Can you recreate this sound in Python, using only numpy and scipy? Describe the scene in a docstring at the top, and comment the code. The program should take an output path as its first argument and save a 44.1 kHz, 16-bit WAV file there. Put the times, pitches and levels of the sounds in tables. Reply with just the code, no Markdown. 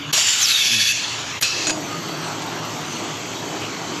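"""An air cylinder on a bottle filling machine vents with a long hiss and a falling whistle as the
nozzles lift. A second, shorter puff of air ends in a steel clack, and the conveyor starts and rattles
the full bottles away, rubbing and squeaking. Motors hum throughout in the factory hall.
The sound is mono, and a gain control turns it down under the blasts."""
import sys
import numpy as np
from scipy import signal
from scipy.fft import rfft, irfft, next_fast_len
from scipy.io import wavfile
from scipy.ndimage import uniform_filter1d, map_coordinates

SR = 44100
rng = np.random.default_rng(int(sys.argv[2]) if len(sys.argv) > 2 else 0)


def transcribe(u):
    """Save the signal u as a 16-bit wav file named by the first command-line argument.

    u: samples, shape (n,) or (channels, n), limited to [-1, 1]; the rate is SR.
    q: integer samples, one column per channel.
    """
    v = np.clip(np.atleast_2d(u).T, -1, 1)
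    q = np.round(v * 32767).astype(np.int16)
    wavfile.write(sys.argv[1], SR, q)


N = 176400
T = np.arange(N) / SR

# Noise colours, or how strong each frequency is next to the others: f/Hz, level/dB
HALL_COLOUR = [(18, -72), (30, -32), (108, -1), (212, -7), (286, -5), (485, -9), (1460, -6.5), (1740, -9),
               (1880, -13), (2080, -9), (3340, -12), (4870, -17), (6910, -20.5), (9580, -50), (12000, -32),
               (15600, -68), (22000, -120)]  # distant machines and pumps
BELT_COLOUR = [(18, -65), (30, -32), (75, -42), (90, -27), (102, -12), (130, -9), (159, -2), (214, -8),
               (311, -0.5), (566, -8.5), (641, -6.5), (1220, -8), (1530, -13.5), (1820, -14), (3400, -15),
               (3850, -19), (4360, -14.5), (5060, -20), (6170, -14.5), (7920, -22), (8750, -37.5),
               (9420, -50), (11500, -32.5), (15000, -54), (22000, -120)]  # the running conveyor
CRACK_COLOUR = [(180, -42.5), (300, -16), (712, -8), (1150, -1.5), (2640, 1), (3180, 2.5), (6780, 3),
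                (8410, -3.5), (12000, -26), (15600, -51), (22000, -120)]  # the sharp start of a blow
THUD_COLOUR = [(25, -15), (70, -10), (130, -9), (310, 0.5), (480, -10), (660, 0), (900, -6), (2000, -35)]  # the frame's dull knock
SPIT_COLOUR = [(8500, -30), (10200, -6), (11800, 1), (12500, -4), (14000, -32)]  # a valve cracking open
CLAMP_JET_COLOUR = [(820, -56.5), (1400, -14), (1740, -2), (2140, -15), (2600, 4), (2820, -1.5), (5590, -1),
                    (8150, -16), (9160, -30), (12000, -23), (15600, -58), (22000, -120)]  # air leaving the bottle clamp
EARLY_JET_COLOUR = [(290, -62), (500, -43), (745, -14.5), (1250, -11), (1470, -5), (1770, -7.5),
                    (3050, 1.5), (5700, -3), (7140, 0.5), (8840, -17), (9320, -46), (9700, -21.5),
                    (12000, -14.5), (15600, -51), (22000, -120)]  # the lift's air before its piston moves
LATE_JET_COLOUR = [(530, -57), (900, -28), (1400, -29), (1650, -6), (2030, -8.5), (2660, -0.5), (3450, -1),
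                   (3930, -3.5), (6900, -3.5), (9150, -24.5), (12000, -30.5), (15600, -54), (22000, -120)]  # the same air once the piston moves
LEAK_COLOUR = [(8800, -35), (9900, -2), (10500, -6), (11800, 4), (12200, -25), (14000, -50)]  # the thin top of that later jet

# Notes that ring in the air outlets: f/Hz, width/Hz, level/dB
LIFT_PORT_NOTES = [(1680, 92, -12), (2217, 28, -4), (2610, 83, -2), (2980, 30, -22), (3407, 52, -2.5),
                   (4120, 30, -7), (4500, 40, -1.5), (5580, 25, -5), (5850, 22, -4), (6130, 43, -6),
                   (6200, 52, -10), (6700, 40, -8.5)]
CLAMP_PORT_NOTES = [(2610, 86, 2.5), (4150, 110, 1.5), (4600, 204, -2.5), (5690, 48, -0.5), (6100, 110, -5),
                    (6840, 97, -5), (7700, 41, -10)]
# Notes of the struck fittings and frame: f/Hz, level/dB, fade/s (a fade is the time to drop 60 dB)
STEEL_NOTES = [(1610, 4.5, 0.038), (2550, 0.5, 0.1), (3140, -8, 0.066), (4080, -6, 0.12), (4860, -3, 0.15),
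               (5600, -18, .2), (6300, -16, 0.14), (6770, 0, 0.15)]
FRAME_NOTES = [(85, -17.5, 0.11), (158, -17, 0.15), (306, -8, 0.33), (331, -10, 0.52), (374, -10.5, 0.21),
               (628, -8, 0.41), (783, -6, 0.18)]
# Valve, end-stop and bottle blows: t/s, level/dB, extra thud level/dB, crack fade/s
BLOWS = [(0.132, -22.5, -2, 0.057), (.177, -10, -16, 0.046), (.427, -11, -35, 0.034),
         (1.411, -19, -23, 0.031), (1.424, -13, -22, 0.04), (1.430, -11, -26, 0.051),
         (1.448, -20, -28, 0.075), (1.669, -15.5, -17, .055), (1.680, -20, -22, 0.045),
         (1.696, -14.5, -8.5, 0.057), (1.703, -16.5, -6.5, 0.042), (2.42, -32, -8, 0.12),
         (3.565, -56, 7, 0.12), (3.615, -35, 7, .12)]

# Notes that slide in pitch: t/s, f/Hz, level/dB
WHISTLE_PATH = [(.13, 7300, -22), (.2, 7300, -12.5), (.41, 7130, -13.5), (.432, 6200, -3), (.465, 4750, -4),
                (.495, 4230, -9), (.53, 3800, -4.5), (.6, 3590, -5), (.66, 3440, -8), (.9, 3420, -17)]  # the escaping air
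GROAN_PATH = [(.62, 229, -41), (.73, 238.3, -28), (.82, 212, -34), (.93, 188, -42)]  # the lift
SHUDDER_PATH = [(1.665, 292.5, -30), (1.706, 324, -20.5), (1.745, 307.7, -31), (1.785, 300, -26),
                (1.825, 282.7, -40), (1.88, 298, -33), (1.97, 301, -36)]  # the frame
# Sounds that swell and fade: peak t/s, length/s, f/Hz, width/Hz, level/dB
MOTOR_HUMS = [(0.1, 0.097, 147.6, 16, -34.5), (0.044, 0.15, 289, 28, -38), (0.82, 0.08, 101, 5.9, -35),
              (1.216, 0.11, 112, 33, -41), (1.988, .09, 166, 9.4, -35), (2.27, 0.19, 160, 25, -37.5),
              (1.93, .09, 1235, 16, -37), (2.5, 1.44, 152.4, 20, -43.5), (2.9, 2, 302, 24, -48.5),
              (3.1, 0.56, 240.6, 14, -44.5), (3.53, .08, 300, 20, -34), (3.582, 0.07, 103, 25, -37)]
RAIL_RUBS = [(1.7, 0.072, 2600, 700, -48), (1.783, 0.021, 690, 130, -32), (2.26, 0.091, 8560, 250, -51),
             (2.918, 0.16, 8920, 120, -52), (2.92, .1, 6000, 160, -41), (3.26, 0.84, 6450, 1700, -42.5),
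             (3.3, 0.66, 3270, 280, -45), (3.637, 0.035, 2820, 1100, -31.5)]
# How long the hall echoes: f/Hz, fade/s
ECHO_FADES = [(200, 0.1), (2000, 0.22), (10000, 0.47)]
# Brief dips in level: t/s, half width/s
LEVEL_DIPS = [(.122, 0.005), (1.403, 0.0068)]

LIFT_OPEN_S, PISTON_MOVES_S, LIFT_SHUT_S = 0.126, 0.41, 0.915
CLAMP_OPEN_S, CLAMP_SHUT_S = 1.423, 1.706
OPENING_S, SHUTTING_S = 0.0029, 0.026  # how long a valve takes to move
BELT_START_S, BELT_RISE_S, LURCH_S = 1.44, 0.15, 1.71


def amp(db):
    """Turn decibels into a number to multiply by."""
    return 10 ** (np.asarray(db) / 20)


def unit(x):
    """Scale a sound to an average strength (rms) of 1."""
    return x / np.sqrt(np.mean(x ** 2) + 1e-20)


def along(points, hz):
    """Look up a table of frequencies and values, with octaves evenly spaced."""
    f, v = np.transpose(points)
    return np.interp(np.log(hz + 1), np.log(f + 1), v)


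def curves(rows):
    """Join a table's timed points into one smooth-running value per sample for each column."""
    times, *columns = np.transpose(rows)
    return [np.interp(T, times, column) for column in columns]


def ramp(start, length):
    """Rise from 0 to 1 over length seconds."""
    return np.clip((T - start) / length, 0, 1)


def swell(peak_s, length):
    """A bell-shaped rise and fall."""
    return np.exp(-2 * ((T - peak_s) / length) ** 2)


def wobble(rate):
    """A smooth curve through rate random points a second."""
    return map_coordinates(rng.standard_normal(int(N * rate / SR) + 4), [T * rate])


def filtered(x, response):
    """Multiply each frequency in x by response(frequency)."""
    size = next_fast_len(N + SR // 2)
    return irfft(rfft(x, size) * response(np.fft.rfftfreq(size, 1 / SR)), size)[:N]


def rush(colour, patchy_db):
    """Rushing noise: the bass stays even, the treble comes in random patches."""
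    hz, _, spectrum = signal.stft(rng.standard_normal(N), SR, nperseg=512)
    patches = uniform_filter1d(rng.standard_normal(spectrum.shape), size=4, axis=0)
    patches = unit(uniform_filter1d(patches, size=16, axis=1))
    depth_db = patchy_db * hz / np.hypot(hz, 800)
    noise = signal.istft(spectrum * amp(depth_db[:, None] * patches), nperseg=512)[1][:N]
    return unit(filtered(noise, lambda f: amp(along(colour, f))))


def tone(hz, width_hz):
    """A fuzzy note on a steady or moving pitch; wider sounds breathier."""
    phase = 2 * np.pi * np.cumsum(hz * np.ones(N)) / SR
    return unit(wobble(width_hz) * np.cos(phase) + wobble(width_hz) * np.sin(phase))


def hall():
    """Other machines far away, and the filling pumps, which ease off as the belt starts."""
    level_db = -30.5 - 6.3 * ramp(BELT_START_S, BELT_RISE_S) + 0.21 * wobble(11)
    return amp(level_db) * rush(HALL_COLOUR, patchy_db=4)


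def echo(x):
    """The hall's short echo, in which the treble lasts longest."""
    hz, t, spectrum = signal.stft(rng.standard_normal(SR // 2), SR, nperseg=256)
    tail = signal.istft(spectrum * amp(-60 * t / along(ECHO_FADES, hz)[:, None]), SR, nperseg=256)[1]
    return signal.fftconvolve(x, tail / np.linalg.norm(tail))[:N]


def motors():
    """The pump hums all the time, while the hums of the drives come and go."""
    pump_hz = 112 + 4 * wobble(30)
    pump = np.sqrt(2) * np.sin(2 * np.pi * np.cumsum(pump_hz) / SR)
    pump *= amp(-47 + 3 * wobble(28.2))
    drives = sum(amp(db) * swell(s, length) * tone(hz, width) for s, length, hz, width, db in MOTOR_HUMS)
    return pump + drives


def belt_whine(start_s=1.76):
    """The belt's drive sings on one thin, high note once it is switched on."""
    level_db = -53.5 - 2.5 * (T - start_s) + 1.5 * wobble(11)
    return ramp(start_s, 0.017) * amp(level_db) * tone(11920, width_hz=170)


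def lift_groan():
    """A rough groan that sinks as the lift slows."""
    hz, db = curves(GROAN_PATH)
    phase = 2 * np.pi * np.cumsum(hz * (1 + 0.025 * wobble(44.3))) / SR
    groan = np.sin(phase) + amp(-1) * np.sin(phase / 2) + amp(-9) * np.sin(1.5 * phase)
    gate = ramp(GROAN_PATH[0][0], 0.046) * (1 - ramp(GROAN_PATH[-1][0], 0.05))
    return gate * amp(db + 3 * wobble(18.3)) * groan


def lurch():
    """The frame rumbles as the belt takes up its load."""
    return amp(-32) * swell(LURCH_S, 0.09) * rush(THUD_COLOUR, patchy_db=2)


def shudder():
    """The frame's low note after the clack, sinking as the belt pulls away."""
    hz, db = curves(SHUDDER_PATH)
    phase = 2 * np.pi * np.cumsum(hz * (1 + 0.0197 * wobble(60))) / SR
    gate = ramp(SHUDDER_PATH[0][0], 0.017) * (1 - ramp(SHUDDER_PATH[-1][0], 0.04))
    return gate * amp(db + 1.7 * wobble(50)) * (np.sin(phase) + amp(-15) * np.sin(2 * phase))


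def rail_rubs():
    """Bottles slide along the guide rails, each rub a narrow band of noise."""
    out = np.zeros(N)
    for s, length, hz, width, db in RAIL_RUBS:
        band = filtered(rng.standard_normal(N), lambda f: np.exp(-2 * ((f - hz) / width) ** 2))
        out += amp(db) * swell(s, length) * unit(band)
    return out


def chain_squeal():
    """The chain squeals faintly as it gets going."""
    return amp(-43 + 2 * wobble(24.9)) * swell(peak_s=2.08, length=0.35) * tone(4490, width_hz=120)


def bottle_squeaks(count=44, low_hz=1800, high_hz=7500, width_hz=160):
    """Moving bottles touch each other at random, each touch a short squeak at its own pitch."""
    out, t = np.zeros(N + SR), np.arange(SR // 4) / SR
    for when, pitch, length, size in rng.random((count, 4)):
        hz = low_hz * (high_hz / low_hz) ** pitch
        roughness = map_coordinates(rng.standard_normal(len(t)), [t * width_hz])
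        squeak = roughness * np.sqrt(2) * np.sin(2 * np.pi * hz * t)
        rise_s = 0.0225 * (0.5 + length)
        shape = t / rise_s * np.exp(1 - t / rise_s)
        start = LURCH_S + when * (T[-1] - LURCH_S)
        out[round(start * SR):][:len(t)] += amp(-46) * (0.5 + size) * shape * squeak
    return out[:N]


def conveyor(knocks_per_s=260):
    """The chain rumbles along, with many small knocks of links and bottles."""
    taps = (rng.random(N) < knocks_per_s / SR) * rng.standard_normal(N)
    t = np.arange(SR // 20) / SR
    one_knock = rng.standard_normal(len(t)) * amp(-60 * t / 0.018)
    knocks = signal.fftconvolve(taps, one_knock)[:N]
    rattle = unit(filtered(knocks, lambda hz: amp(along(BELT_COLOUR, hz))))
    level_db = -29.5 - 0.047 * (T - BELT_START_S) + 0.41 * wobble(12)
    rumble = rush(BELT_COLOUR, patchy_db=2.4)
    return ramp(BELT_START_S, BELT_RISE_S) * amp(level_db) * (rumble + amp(-9) * rattle)


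def ring(notes, t):
    """Struck metal rings in fading notes, their strengths varying from blow to blow."""
    return sum(amp(db + rng.normal(0, 6.3) - 60 * t / fade_s) * np.sin(2 * np.pi * (hz * t + rng.random()))
               for hz, db, fade_s in notes)


def clacks():
    """Each blow cracks, rings the steel fittings and thuds in the frame."""
    out, t = np.zeros(N + SR), np.arange(SR // 2) / SR
    attack = 1 - np.exp(-t / 0.00046)
    for start, db, thud_db, fade_s in BLOWS:
        crack = amp(-60 * t / fade_s) * rush(CRACK_COLOUR, patchy_db=1)[:len(t)]
        thud = amp(0.5 - 60 * t / 0.093) * rush(THUD_COLOUR, patchy_db=2.5)[:len(t)]
        thud += amp(-13) * ring(FRAME_NOTES, t)
        hit = crack + amp(-14.5) * ring(STEEL_NOTES, t) + amp(thud_db) * thud
        out[round(start * SR):][:len(t)] += amp(db) * attack * hit
    return out[:N]


def valve_spit(fade_s=0.12):
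    """A short, very high spit of air as each valve cracks open."""
    starts = [LIFT_OPEN_S, BLOWS[3][0]]
    level = sum(ramp(s, OPENING_S) * amp(-23.5 - 60 * np.maximum(T - s, 0) / fade_s) for s in starts)
    return level * rush(SPIT_COLOUR, patchy_db=2)


def port_ring(notes):
    """Swirling air makes an outlet ring at its own notes."""
    def response(f):
        peaks = sum((-1) ** k * amp(db) * 1j * f * width / (hz * hz - f * f + 1j * f * width)
                    for k, (hz, width, db) in enumerate(notes))
        bass_cut = f ** 2 / (f ** 2 + 1200 ** 2)
        return peaks * bass_cut
    return unit(filtered(rng.standard_normal(N), response))


def air_flow(start, shut, sag_db_per_s, drop_db, release_db_per_s):
    """Air flow of one stroke: the valve opens, holds, shuts, and the trapped pressure runs out."""
    sag_db = sag_db_per_s * np.clip(T - start, 0, shut - start)
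    closing_db = drop_db * ramp(shut, SHUTTING_S) + release_db_per_s * np.maximum(T - shut, 0)
    sputter_db = 1.1 * wobble(35.6) + 0.23 * wobble(300)
    return ramp(start, OPENING_S) * amp(sputter_db - sag_db - closing_db)


def clamp_exhaust():
    """A puff of air from the short stroke that frees the bottle necks."""
    flow = air_flow(CLAMP_OPEN_S, CLAMP_SHUT_S, sag_db_per_s=20, drop_db=17, release_db_per_s=400)
    jet = amp(-22.5) * rush(CLAMP_JET_COLOUR, patchy_db=2)
    return flow * (jet + amp(-23) * port_ring(CLAMP_PORT_NOTES))


def lift_exhaust():
    """A bright jet settles into the outlet's notes; its whistle falls and narrows with the pressure."""
    ringing = amp(-70 * np.maximum(T - LIFT_SHUT_S, 0)) * port_ring(LIFT_PORT_NOTES)
    late_jet = rush(LATE_JET_COLOUR, patchy_db=2.5) + ringing
    early_jet = rush(EARLY_JET_COLOUR, patchy_db=2.5)
    moved = ramp(PISTON_MOVES_S, 0.3)
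    jet = amp(-4.5) * (np.sqrt(1 - moved) * early_jet + np.sqrt(moved) * late_jet)

    whistle_hz, whistle_db = curves(WHISTLE_PATH)
    pressure = (whistle_hz - whistle_hz.min()) / np.ptp(whistle_hz)  # 1 at the top pitch, 0 at the bottom
    whistle = np.sqrt(pressure) * tone(whistle_hz, width_hz=850)
    whistle += np.sqrt(1 - pressure) * tone(whistle_hz, width_hz=220)

    moving = ramp(PISTON_MOVES_S, OPENING_S) * (1 - ramp(LIFT_SHUT_S, SHUTTING_S))
    leak = amp(-19.5) * moving * rush(LEAK_COLOUR, patchy_db=1.5)
    flow = air_flow(LIFT_OPEN_S, LIFT_SHUT_S, sag_db_per_s=3, drop_db=4, release_db_per_s=38)
    build_up = amp(-13 + 5 * ramp(LIFT_OPEN_S, 0.066))
    flutter_db = 1.5 * wobble(71)
    return flow * build_up * (jet + leak + amp(whistle_db + flutter_db) * whistle)


def scene():
    """The nearby blasts and clacks echo in the hall, over the belt and the motors."""
    near = lift_exhaust() + clamp_exhaust() + valve_spit() + clacks()
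    mono = near + amp(-12.5) * echo(near)
    mono += conveyor() + rail_rubs() + chain_squeal() + bottle_squeaks() + shudder()
    mono += motors() + lurch() + lift_groan() + belt_whine() + hall()
    return np.array([mono, mono])


def record(dry, knee_db=-21, squeeze=0.63, recover_s=0.043, top_hz=12500):
    """Gain control turns loud parts down, the level dips before each blast, and the top treble is cut."""
    memory = np.exp(-1 / (recover_s * SR))
    quick_power = np.abs(uniform_filter1d(dry[0] ** 2, size=400))
    power = signal.lfilter([1 - memory], [1, -memory], quick_power)
    gain = (1 + (power / amp(knee_db) ** 2) ** 2) ** (-squeeze / 4)
    for s, width in LEVEL_DIPS:
        gain *= amp(-20 * np.exp(-((T - s) / width) ** 2))
    return np.array([filtered(x * gain, lambda hz: hz < top_hz) for x in dry])


dry = scene()
out = record(dry)
transcribe(out)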